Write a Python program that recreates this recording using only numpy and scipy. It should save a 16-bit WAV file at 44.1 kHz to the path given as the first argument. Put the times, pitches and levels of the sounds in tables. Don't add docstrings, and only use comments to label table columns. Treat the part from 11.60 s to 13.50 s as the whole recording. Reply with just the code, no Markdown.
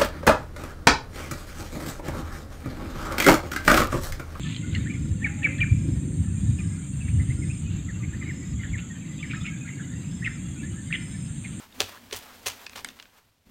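import sys
import numpy as np
from scipy import signal
from scipy.fft import rfft, irfft
from scipy.io import wavfile

SR = 44100
rng = np.random.default_rng(int(sys.argv[2]) if len(sys.argv) > 2 else 0)


def unload_wav(signal):
    wavfile.write(
        sys.argv[1],
        SR,
        np.round(np.clip(np.atleast_2d(signal).T, -1, 1) * 32767).astype(np.int16),
    )


N = 83790


def undb(db):
    return 10 ** (np.asarray(db) / 20)


def unit(x):
    return x / np.sqrt(np.mean(x ** 2))


def clock():
    return np.arange(N) / SR


def curve(points):
    return undb(np.interp(clock(), *np.array(points).T))


def freqs():
    return np.maximum(np.fft.rfftfreq(N, 1 / SR), 1)


def colour(x, points, tilt_db=0):
    hz, db = np.array(points).T
    octave = np.log2(freqs())
    gain_db = np.interp(octave, np.log2(hz), db) + tilt_db * octave
    return unit(irfft(rfft(x) * undb(gain_db), N))


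def strike(x, points, tilt_db):
    hz, db = np.array(points).T
    octave = np.log2(np.maximum(freqs(), hz[0]))
    gain_db = np.interp(octave, np.log2(hz), db) + tilt_db * octave
    cepstrum = irfft(np.log(undb(gain_db)), N)
    sample = np.arange(N)
    forward = 2 * cepstrum * (sample < N // 2) * (sample > 0)
    return irfft(rfft(x) * np.exp(rfft(forward)), N)


def hump(hz, octaves):
    return 1 / (1 + (np.log2(freqs() / hz) / octaves) ** 4) ** .5


def grains(spread_db):
    size = undb(spread_db * np.minimum(rng.exponential(size=N), 5))
    present = rng.random(N) < .5
    return rng.standard_normal(N) * size * present


def flicker(count):
    return np.interp(np.arange(N), np.linspace(0, N, count), rng.standard_normal(count))


def ring(start, modes, onset, top_hz):
    age = np.maximum(clock() - start, 0)
    waves = 0
    for k, (hz, db, t60) in enumerate(modes):
        fading = undb(db - 60 * age / t60)
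        softness = np.sqrt(1 + (hz / top_hz) ** 6)
        waves = waves + (-1) ** k * fading * np.cos(2 * np.pi * hz * age) / softness
    return np.minimum(age / onset, 1) * waves


def room_tone():
    # frequency in Hz, density in dB per Hz.
    tone_spectrum = [(20, 1.5), (50, -1), (95, 4), (140, -1.5), (300, -11), (1000, -18.5), (4000, -18),
                     (15500, -30.5)]
    return undb(-69) * colour(rng.standard_normal(N), tone_spectrum)


def room(x):
    near_db, near_s = -16, 0.01
    tail_db, t60_s, treble_t60_s = -17.5, .33, .22
    t = clock()
    low = 1 / (1 + (freqs() / 7000) ** 6)
    spectrum = rfft(rng.standard_normal(N))
    body = irfft(spectrum * low, N)
    treble = undb(-5) * irfft(spectrum * (1 - low), N)
    tail = body * undb(-60 * t / t60_s) + treble * undb(-60 * t / treble_t60_s)
    tail = tail * (t > near_s)
    near = (body + treble) * (t > .0012) * np.exp(-(t / near_s) ** 2)
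    response = (undb(near_db) * unit(near) + undb(tail_db) * unit(tail)) / np.sqrt(N)
    return x + signal.fftconvolve(x, response)[:N]


def hand():
    # time in seconds, level in dB.
    rumble_level = [(0, -62), (.12, -60), (.19, -49.5), (.28, -59.5), (.4, -59.5), (.47, -55.5),
                    (.55, -54.5), (.65, -61), (.85, -57), (1.05, -63), (1.17, -55.5), (1.25, -52),
                    (1.35, -57.5), (1.42, -66), (1.5, -71.5), (1.845, -83), (1.872, -54), (1.9, -56.5)]
    # frequency in Hz, density in dB per Hz.
    rumble_spectrum = [(20, -6.5), (45, -4), (92, 1.5), (130, -12.5), (190, -0.5), (260, 4), (340, -8.5),
                       (500, -11.5), (1500, -45.5), (15000, -76.5)]
    return curve(rumble_level) * colour(rng.standard_normal(N), rumble_spectrum)


def cloth():
    # time in seconds, level in dB before the flicker.
    rub_level = [(0, -51), (.05, -52.5), (.085, -58.5), (.13, -54.5), (.185, -50.5), (.3, -47), (.36, -50),
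                 (.43, -56), (.5, -54.5), (.62, -50.5), (.71, -52), (.77, -54), (.85, -52), (.94, -50.5),
                 (1.04, -49.5), (1.085, -59), (1.2, -48), (1.24, -55), (1.275, -49), (1.325, -58.5),
                 (1.38, -56.5), (1.44, -60), (1.52, -64.5), (1.58, -58.5), (1.625, -66), (1.69, -67.5),
                 (1.82, -75.5), (1.85, -73.5), (1.865, -62.5), (1.9, -61.5)]
    # frequency in Hz, density in dB per Hz.
    rub_spectrum = [(100, -13), (400, 0), (800, 2), (1600, 0), (3400, -2.5), (6000, -7), (8500, -9),
                    (10300, -12.5), (12500, -8), (15500, -10.5)]
    # middle in seconds, half length in seconds,
    # level in dB, centre in Hz at the middle, glide in octaves per second.
    slides = [(0.018, 0.029, -54, 1200, -2), (0.347, 0.025, -50.5, 1220, 3.5),
              (0.702, 0.032, -53, 1180, -2.5), (1.028, 0.028, -54.5, 1180, 2),
              (1.572, .036, -64, 1120, -0.5)]
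    grain_db, flicker_db, width_octaves = 0.5, 2.13, 0.44
    hiss = colour(grains(grain_db), rub_spectrum)
    out = curve(rub_level) * undb(flicker_db * flicker(count=130)) * hiss
    for middle, half, db, hz, glide in slides:
        since = clock() - middle
        swish = unit(irfft(rfft(grains(grain_db)) * hump(hz, width_octaves), N))
        speed = 2 ** (glide * np.clip(since, -2 * half, 2 * half))
        swish = np.interp(np.cumsum(speed) % N, np.arange(N), swish)
        out = out + undb(db) * np.exp(-.5 * (since / half) ** 2) * swish
    return out


def creases():
    # start in seconds, level in dB (of the tick's energy packed into 3 ms),
    # ring in Hz, level of the ring against the tick in dB, top of the tick in Hz.
    ticks = [(0.125, -55, 3680, 4, 6060), (.373, -51, 1700, 7, 3900), (.511, -39.5, 2650, -5, 5300),
             (1.063, -46, 3490, 0, 6400), (1.0658, -35.5, 2580, 0, 6600), (1.0958, -42, 2700, -7, 8400),
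             (1.1323, -44.5, 2550, -3, 5560), (1.2463, -27.5, 2220, -5, 9700), (1.2594, -52, 3020, 6, 6000),
             (1.2874, -37.5, 3600, -4.5, 8750), (1.3027, -48.5, 2730, -4, 5900),
             (1.3898, -46.5, 2520, -32, 4000), (1.3989, -39, 2820, -9.5, 5100),
             (1.4257, -45.5, 3200, -5, 6940), (1.455, -51.5, 1520, -5, 4500)]
    # frequency in Hz, density in dB per Hz.
    sheet_spectrum = [(100, -25.5), (400, -7.5), (700, -7.5), (1100, -2.5), (1600, 2), (3200, 1.5),
                      (4700, -1), (8000, -1.5), (15500, -8)]
    spread_ms, ring_ms = 2.0, .9
    scatter_db, scatter_ms, treble_scatter_ms = 0, 3.4, 1.0
    f, t, out = freqs(), clock(), 0
    travel = spread_ms / 1000 * np.maximum(np.sqrt(1000 / np.maximum(f, 500)) - .32, 0)
    treble = 1 / (1 + (5000 / f) ** 4)
    for start, db, hz, ring_db, top_hz in ticks:
        folds = rng.standard_normal(N)
        slow = rfft(unit(folds * np.exp(-t * 1000 / scatter_ms))) / np.sqrt(N)
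        fast = rfft(unit(folds * np.exp(-t * 1000 / treble_scatter_ms))) / np.sqrt(N)
        scatter = 1 + undb(scatter_db) * (slow * (1 - treble) + fast * treble)
        phase = -2j * np.pi * np.cumsum(start + travel) * SR / N
        spectrum = scatter * np.exp(phase) / np.sqrt(1 + (f / top_hz) ** 10)
        tick = colour(irfft(spectrum, N), sheet_spectrum)
        age = np.maximum(t - start, 0)
        u = age * 1000 / ring_ms
        facet = unit(u ** 2 * np.exp(-u) * np.sin(2 * np.pi * hz * age))
        out = out + undb(db) * (tick + undb(ring_db) * facet) * np.sqrt(.003 * SR / N)
    return out


def snaps():
    # start in seconds, peak in dB before the room is added,
    # treble tilt in dB per octave, flutter against the crack in dB.
    cracks = [(.2047, -.5, 0, -20), (.2618, -31, 7, -5), (.5265, -19, -2, -15), (.5293, -15, 2, -12),
              (.5375, -24, 4, 0), (.5678, -28, 5, 0), (.8668, -16.5, -1, 2), (.8696, -17, 2, 3),
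              (.8753, -12, 11, -4), (.8858, -15, 14, 2)]
    # frequency in Hz, density in dB per Hz.
    crack_spectrum = [(100, -19.5), (350, -7), (1000, -9), (1450, -14.5), (2000, -5.5), (3200, 4),
                      (4700, -4.5), (6200, 0), (7800, -14), (9300, -8), (11000, -20.5), (15500, -22)]
    flutter_ms = 1.0
    out = 0
    for start, db, tilt, flutter_db in cracks:
        samples = np.arange(N) - int(start * SR)
        fading = np.exp(-np.abs(samples) / SR * 1000 / flutter_ms)
        flutter = rng.standard_normal(N) * (samples > 0) * fading
        pulse = (samples == 0) + undb(flutter_db) * unit(flutter) / np.sqrt(N)
        crack = strike(pulse, crack_spectrum, tilt)
        out = out + undb(db) * crack / np.abs(crack).max()
    return out


def knocks():
    # start in seconds, gain in dB,
    # top in Hz set by the softness of the contact.
    landings = [(0.2044, -22.5, 1500), (0.5263, -24.5, 475), (0.865, -31.5, 1100)]
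    # frequency in Hz, level in dB, seconds to fall by 60 dB.
    panel_modes = [(342.4, -10, 0.031), (431.4, 0, 0.037), (510, -7, 0.031), (547, -3, .06),
                   (613, -5.5, 0.044), (913, -13.5, .04), (1000, -6.5, 0.02)]
    return sum(undb(db) * ring(start, panel_modes, onset=0.00033, top_hz=top_hz)
               for start, db, top_hz in landings)


def thuds():
    # start in seconds, gain in dB.
    loads = [(.203, -34), (0.535, -41.5), (0.861, -41), (1.15, -56)]
    # frequency in Hz, level in dB, seconds to fall by 60 dB.
    frame_modes = [(54.7, -4.5, 0.17), (96, 2.5, 0.19)]
    return sum(undb(db) * ring(start, frame_modes, onset=0.035, top_hz=200) for start, db in loads)


def scrapes():
    # start in seconds, rise in seconds, hold in seconds,
    # fade in dB per second, level in dB before the slip flicker, treble tilt in dB per octave.
    pushes = [(0.196, 0.0095, 0.0029, 466.5, -26.5, 2), (0.523, 0.0038, 0.013, 361.5, -33, 1.5),
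              (0.551, 0.0028, 0.014, 424, -39, 9), (0.853, 0.013, 0.012, 426.5, -28.5, 3.65),
              (1.148, .012, 0.024, 629, -39, 1.37)]
    # frequency in Hz, density in dB per Hz.
    scrape_spectrum = [(100, 2), (300, -16), (500, 5.5), (1000, 4.5), (1500, 1.5), (2200, 1), (3300, 1),
                       (4800, -4.5), (6500, -7.5), (8000, -10), (10500, -17), (15500, -20)]
    grain_db, slip_db = 4.97, 2.5
    t, out = clock(), 0
    for start, rise, hold, fade, db, tilt in pushes:
        build = np.clip((t - start) / rise, 0, 1) ** 2
        dying = undb(-fade * np.maximum(t - start - rise - hold, 0))
        level = undb(db + slip_db * flicker(count=800))
        out = out + level * build * dying * colour(grains(grain_db), scrape_spectrum, tilt)
    return out


def scene():
    background = room_tone() + hand() + cloth()
    work = creases() + snaps() + knocks() + thuds() + scrapes()
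    return (background + room(work))[None]


def record(dry):
    top_cut = signal.ellip(10, .1, 80, 16100, fs=SR, output="sos")
    return signal.sosfilt(top_cut, dry)


dry = scene()
out = record(dry)
unload_wav(out)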